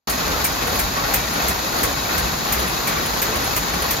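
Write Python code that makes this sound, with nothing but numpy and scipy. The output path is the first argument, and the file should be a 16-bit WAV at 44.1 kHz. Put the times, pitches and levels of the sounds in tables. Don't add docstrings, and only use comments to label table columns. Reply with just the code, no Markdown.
import sys
import numpy as np
from scipy import signal
from scipy.fft import rfft, irfft
from scipy.io import wavfile

SR = 44100
rng = np.random.default_rng(int(sys.argv[2]) if len(sys.argv) > 2 else 0)


def transcribe(signal):
    frames = np.atleast_2d(signal).T
    limited = np.clip(frames, -1, 1)
    pcm = np.round(limited * 32767).astype(np.int16)
    wavfile.write(sys.argv[1], SR, pcm)


N = 176400
T = np.arange(N) / SR
HZ = np.maximum(np.arange(N // 2 + 1) * SR / N, 1)


def from_db(db):
    return 10 ** (np.asarray(db) / 20)


def rms_one(x):
    return x / np.sqrt(np.mean(x ** 2) + 1e-20)


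def per_hz(points):
    hz, value = np.transpose(points)
    return np.interp(np.log(HZ), np.log(np.maximum(hz, 1)), value)


def white():
    return rng.standard_normal((2, N))


def mid_only(x):
    return np.array([x, np.zeros(N)])


def colour(x, eq):
    return rms_one(irfft(rfft(x) * from_db(per_hz(eq)), N))


def resonance(hz, width_hz):
    return rms_one(1 / (1 + ((HZ - hz) / width_hz) ** 2))


def drift(hz):
    return rms_one(irfft(rfft(rng.standard_normal(N)) / (1 + (HZ / hz) ** 2), N))


def strokes(times, levels_db, rise_s, hold_s, fall_s):
    power = np.zeros(N)
    for s, gain in zip(times, from_db(levels_db) * np.ones(len(times))):
        rise = (np.minimum(T - s, 0) / rise_s) ** 2
        fall = np.maximum(T - s - hold_s, 0) / fall_s
        power += (gain * np.exp(-np.minimum(rise + fall, 20))) ** 2
    return np.sqrt(power)


def clicks(per_s, spread_db):
    return (rng.random(N) < per_s / SR) * from_db(spread_db * np.minimum(rng.exponential(1, N), 4))


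def ring(x, hz, t60_s):
    radius, angle = np.exp(-np.log(1000) / (t60_s * SR)), 2 * np.pi * hz / SR
    return signal.lfilter([0, np.sin(angle)], [1, -2 * radius * np.cos(angle), radius ** 2], x + 1e-18)


def struck(times, db, modes, scatter_s):
    out = np.zeros(N)
    for hz, mode_db, t60_s in modes:
        timing, force = rng.uniform(-0.96, 1, (len(times), 2)).T
        onsets = np.clip((times + scatter_s * timing) * SR, 0, N - 1).astype(int)
        blows = np.zeros(N)
        blows[onsets] = from_db(db + mode_db + 2 * force)
        out += ring(blows, hz, t60_s)
    return out


# freq_hz, gain_db
DIN_EQ = [(20, -21.0), (30, -4), (42, 3), (65, 1.5), (88, -10), (115, -3.5), (165, -4), (260, -3.5),
          (400, -7.5), (750, -5), (1150, -6), (1800, -11), (2550, -14.5), (3000, -15.5), (3600, -12.5),
          (4380, -10), (4700, -13), (4980, -12.5), (5550, -15), (6650, -12.5), (7400, -16.5), (8700, -37),
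          (10500, -15.5), (12000, -20.5), (13200, -19.5), (14500, -27), (15800, -34)]
# pitch_hz, width_hz, level_db
STEEL_RINGS = [(99.7, 5.7, -44), (165.3, 18, -43), (2560, 100, -46), (3860, 35, -43), (4280, 140, -44),
               (4960, 66, -43), (6820, 130, -41.5), (15430, 120, -52)]

def hall():
    flutter_db = drift(hz=38.7)
    din = from_db(-24 + flutter_db) * colour(white(), DIN_EQ)
    shaking = rfft(white())
    steel = sum(from_db(db) * resonance(hz, width_hz) for hz, width_hz, db in STEEL_RINGS)
    return din + irfft(shaking * steel, N)


# pitch_hz, rms_db
LINKAGE_PARTS = [(237, -51.5), (409, -49.5), (743, -43.5), (818, -43.5), (1098, -38.5), (1453, -43.5),
                 (1540, -49.5), (1880, -41), (1949, -46.5), (2304, -45), (2570, -43), (4393, -52),
                 (5373, -47)]
# pitch_hz, gain_db, t60_s
LEVER_RING = [(1120, 7, 0.12), (1240, -1, .15), (1380, -9, .1)]

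def linkage():
    knocks = clicks(per_s=80, spread_db=1.2)
    clatter = np.zeros((2, N))
    for hz, db in LINKAGE_PARTS:
        blows = knocks * (rng.random(N) < .5) * white()
        clatter += from_db(db) * rms_one(ring(blows, hz, t60_s=.11))
    lever = struck(times=np.array([.977]), db=-23.5, modes=LEVER_RING, scatter_s=.00192)
    return clatter + mid_only(lever)


# hit_s, clash_db, ping_db, clank_db, thump_db, whirr_db
PICKS = [(.1005,-18,-36,-31.5,-37,-27), (.446,-13.5,-27,-27,-40,-29), (.794,-16.5,-28,-27.5,-27,-27),
         (1.1416,-14.5,-22,-24,-29,-27), (1.4842,-16,-30,-32,-33,-29), (1.8342,-15,-32,-26.5,-24,-26),
         (2.181,-19,-40,-31,-32,-26), (2.526,-16,-25,-29,-27,-31), (2.875,-18.5,-34,-30,-37,-30),
         (3.2205,-17.5,-24,-26,-27,-31), (3.566,-19,-28,-26.5,-27,-28.5), (3.91,-19,-24,-29,-28,-26.5)]
# freq_hz, gain_db
WHIRR_EQ = [(100, -18), (300, -9), (600, 4), (1150, 1), (1800, -6), (3000, -16), (4500, -1), (7000, -26),
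            (13000, -8.5), (16000, -29)]
RATTLE_EQ = [(200, -8), (700, 8), (1500, 5.5), (3000, -6.5), (4400, -0.5), (5600, -9.5), (6700, 5),
             (9000, -31), (13000, -0.5), (16000, -16)]

def drive():
    hit_s, *_, whirr_db = np.transpose(PICKS)
    swell = strokes(hit_s - .024, whirr_db, rise_s=.091, hold_s=0, fall_s=.059)
    contacts = clicks(per_s=420, spread_db=2)
    contact_fall_s = .0016
    contact_power = signal.lfilter([1], [1, -np.exp(-1 / (contact_fall_s * SR))], contacts ** 2 + 1e-18)
    shaking = 1 + .42 * swell / swell.max()
    rattle = colour(white() * np.sqrt(contact_power) * shaking, RATTLE_EQ)
    return swell * colour(white(), WHIRR_EQ) + from_db(-32) * rattle


def reed_blows(hit_s, db):
    rebound_s, rebound_db = hit_s + .018, db - 7
    hits = strokes(np.r_[hit_s, rebound_s], np.r_[db, rebound_db], rise_s=.004, hold_s=.0048, fall_s=.012)
    tail = strokes(hit_s, db - 5, rise_s=.004, hold_s=0, fall_s=.034)
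    return np.hypot(hits, tail)


# freq_hz, gain_db
CLASH_EQ = [(300, -17), (1500, -8.5), (3100, -21), (4500, -11), (6000, -2.5), (9000, -3), (11500, 1.5),
            (12700, -16), (14300, -1), (15700, -9)]
CLANK_EQ = [(150, -23), (400, -2.5), (1000, -8), (1700, -0.5), (2300, 0), (3000, -6), (4500, -16),
            (7000, -8), (10000, -29)]
# pitch_hz, gain_db, t60_s
REED_RING = [(8200, -3, 0.13), (10500, -14, .05), (15430, -19, .06)]
SLEY_RING = [(1880, -12, .12), (2080, -1, .1), (2256, -5, 0.15), (2430, -12, .15)]
FRAME_RING = [(44.4, -6, .35), (53, -2.5, 0.6), (101, -9, .15), (169, -4.5, 0.17)]

def beat_up():
    hit_s, clash_db, ping_db, clank_db, thump_db, _ = np.transpose(PICKS)
    wires = colour(white() * clicks(per_s=9000, spread_db=-2.5), CLASH_EQ)
    clash = from_db(-6) * reed_blows(hit_s, clash_db) * wires
    ping = reed_blows(hit_s, ping_db) * irfft(rfft(white()) * resonance(hz=13550, width_hz=450), N)
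    clank = strokes(hit_s, clank_db + 2, rise_s=.004, hold_s=0, fall_s=.039) * colour(white(), CLANK_EQ)
    reed = struck(hit_s, clash_db, REED_RING, scatter_s=.0043)
    sley = struck(hit_s, clank_db, SLEY_RING, scatter_s=.00212)
    frame = struck(hit_s, thump_db, FRAME_RING, scatter_s=.0033)
    return clash + ping + clank + mid_only(reed + sley + frame)


# start_s, pitch_hz, peak_db
HARD_KNOCKS = [(.104,2500,-31), (.452,2325,-26), (.672,484,-24), (1.194,2320,-26), (1.16,53,-22),
               (1.541,63.4,-23), (1.822,490,-23), (1.938,2250,-32), (2.18,166,-27), (2.237,172,-22.5),
               (2.25,64,-24), (2.324,163,-23.5), (2.643,185,-23), (2.646,1895,-25), (2.968,1916,-30),
               (2.878,2270,-26), (3.29,435,-23), (3.355,354,-25), (3.39,63.6,-35), (3.765,162,-25.5),
               (3.83,167,-31)]

def loud_knocks():
    out = np.zeros(N)
    for start_s, hz, db in HARD_KNOCKS:
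        blow = from_db(db) * (np.arange(N) == int(start_s * SR))
        out += ring(blow, hz, t60_s=.19)
    return mid_only(out)


# hit_s, pound_db, rumble_db, swish_db
SLOW_STROKES = [(.305,-28,-28,-27.5), (0.686,-32,-32.5,-30.5), (1.042,-40,-33.5,-29.5),
                (1.452,-27.5,-35,-25.5), (1.834,-34,-30,-30.5), (2.199,-29.5,-35,-29),
                (2.569,-26.5,-37,-27.5), (2.98,-33,-32.5,-25.5), (3.361,-29,-36,-28.5), (3.744,-31,-35,-29)]
# hit_s, level_db
SLOW_TICKS = [(0.6749, -27.5), (0.7552, -28), (1.3369, -30), (1.7903, -30), (2.596, -26.5), (2.6804, -26.5),
              (3.031, -33), (3.0614, -27), (3.3608, -27), (3.444, -26.5), (3.7404, -31), (3.824, -25.5)]
# freq_hz, gain_db
RUMBLE_EQ = [(40, -20), (100, -11), (165, 6.5), (260, -2), (500, 6), (750, -8), (1500, -31)]
SWISH_EQ = [(150, -4), (400, -0.5), (750, -5.5), (1150, 0), (1700, -2.5), (3000, -10), (6000, -14),
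            (12000, -44)]
TICK_EQ = [(1000, 7), (3000, 11.5), (4500, 4), (7000, -30), (10000, 18), (13300, -2), (16000, 0)]

def slower_loom():
    hit_s, pound_db, rumble_db, swish_db = np.transpose(SLOW_STROKES)
    pound = np.zeros(N)
    for s, db in zip(hit_s, pound_db):
        detune, phase = rng.uniform(-0.98, 1, 2)
        pitch_hz = 69.2 * (1 + .13 * detune)
        tone = np.sin(2 * np.pi * (pitch_hz * (T - s) + phase))
        pound += strokes([s], db, rise_s=.036, hold_s=.0091, fall_s=.12) * tone
    rumble = strokes(hit_s, rumble_db, rise_s=.036, hold_s=.042, fall_s=.082) * colour(white(), RUMBLE_EQ)
    swish_swell = strokes(hit_s - .081, swish_db, rise_s=.038, hold_s=.093, fall_s=.17)
    swish = swish_swell * colour(white(), SWISH_EQ)
    tick_s, tick_db = np.transpose(SLOW_TICKS)
    ticks = strokes(tick_s, tick_db + 2.5, rise_s=.0049, hold_s=0, fall_s=.019) * colour(white(), TICK_EQ)
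    return mid_only(pound) + rumble + swish + ticks


# start_s, length_s, from_hz, to_hz, level_db
WHINE_GLIDES = [(.28, 0.092, 1510, 1273, -34), (.97, .13, 1110, 1578, -34), (2.1, .1, 1380, 1556, -32)]

def whines():
    out = np.zeros((2, N))
    roughness = np.array([drift(hz=45) + 1j * drift(hz=45) for _ in range(2)])
    for start_s, length_s, from_hz, to_hz, db in WHINE_GLIDES:
        pitch_hz = np.interp(T, [start_s, start_s + length_s], [from_hz, to_hz])
        tone = np.real(roughness * np.exp(2j * np.pi * np.cumsum(pitch_hz) / SR))
        out += strokes([start_s], db, rise_s=.025, hold_s=length_s, fall_s=.025) * tone
    return out


# freq_hz, coherence
STEREO_LIKENESS = [(60, .97), (140, .88), (220, .77), (330, .53), (550, .17), (1200, .24), (1800, .14),
                   (2700, .42), (4200, .3), (5500, .2), (6600, .35), (7150, .3), (7700, .9), (8600, .99),
                   (9400, .99), (10200, .75), (11200, .6), (12400, .98), (16000, .99)]
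# freq_hz, left_lead_rad
STEREO_PHASE = [(0, 0), (1380, -2.0), (2580, 0.5), (3010, 0.6), (4910, 0.5), (5680, -1.7), (6630, -0.7),
                (7320, -3.0), (10200, -3.3), (10700, -3.9), (11900, -6.2), (16200, -6.3)]
# freq_hz, left_over_right_db
STEREO_BALANCE = [(60, 0.5), (120, 1.0), (240, 1.0), (480, 1.0), (950, 0.5), (1890, 0.5), (3770, 3.0),
                  (7520, 1.0), (15000, 0.0)]

def microphones(mid_side):
    mid, side = rfft(mid_side)
    alike = per_hz(STEREO_LIKENESS)
    mid, side = mid * np.sqrt((1 + alike) / 2), side * np.sqrt((1 - alike) / 2)
    lean = from_db(per_hz(STEREO_BALANCE) / 2)
    lead_rad = np.interp(HZ, *np.transpose(STEREO_PHASE))
    left = (mid + side) * lean
    right = (mid - side) / lean * np.exp(-1j * lead_rad)
    return irfft(np.array([left, right]), N)


def scene():
    return microphones(hall() + beat_up() + drive() + linkage() + slower_loom() + whines() + loud_knocks())


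def record(dry):
    open_s, low_cut_hz, stopband_hz = .072, 42, 16300
    gate = np.clip((T - open_s) / .002, from_db(-60), 1)
    thinned = signal.sosfilt(signal.butter(4, low_cut_hz, "high", fs=SR, output="sos"), dry)
    return signal.sosfilt(signal.cheby2(20, 70, stopband_hz, fs=SR, output="sos"), thinned * gate)


dry = scene()
out = record(dry)
transcribe(out)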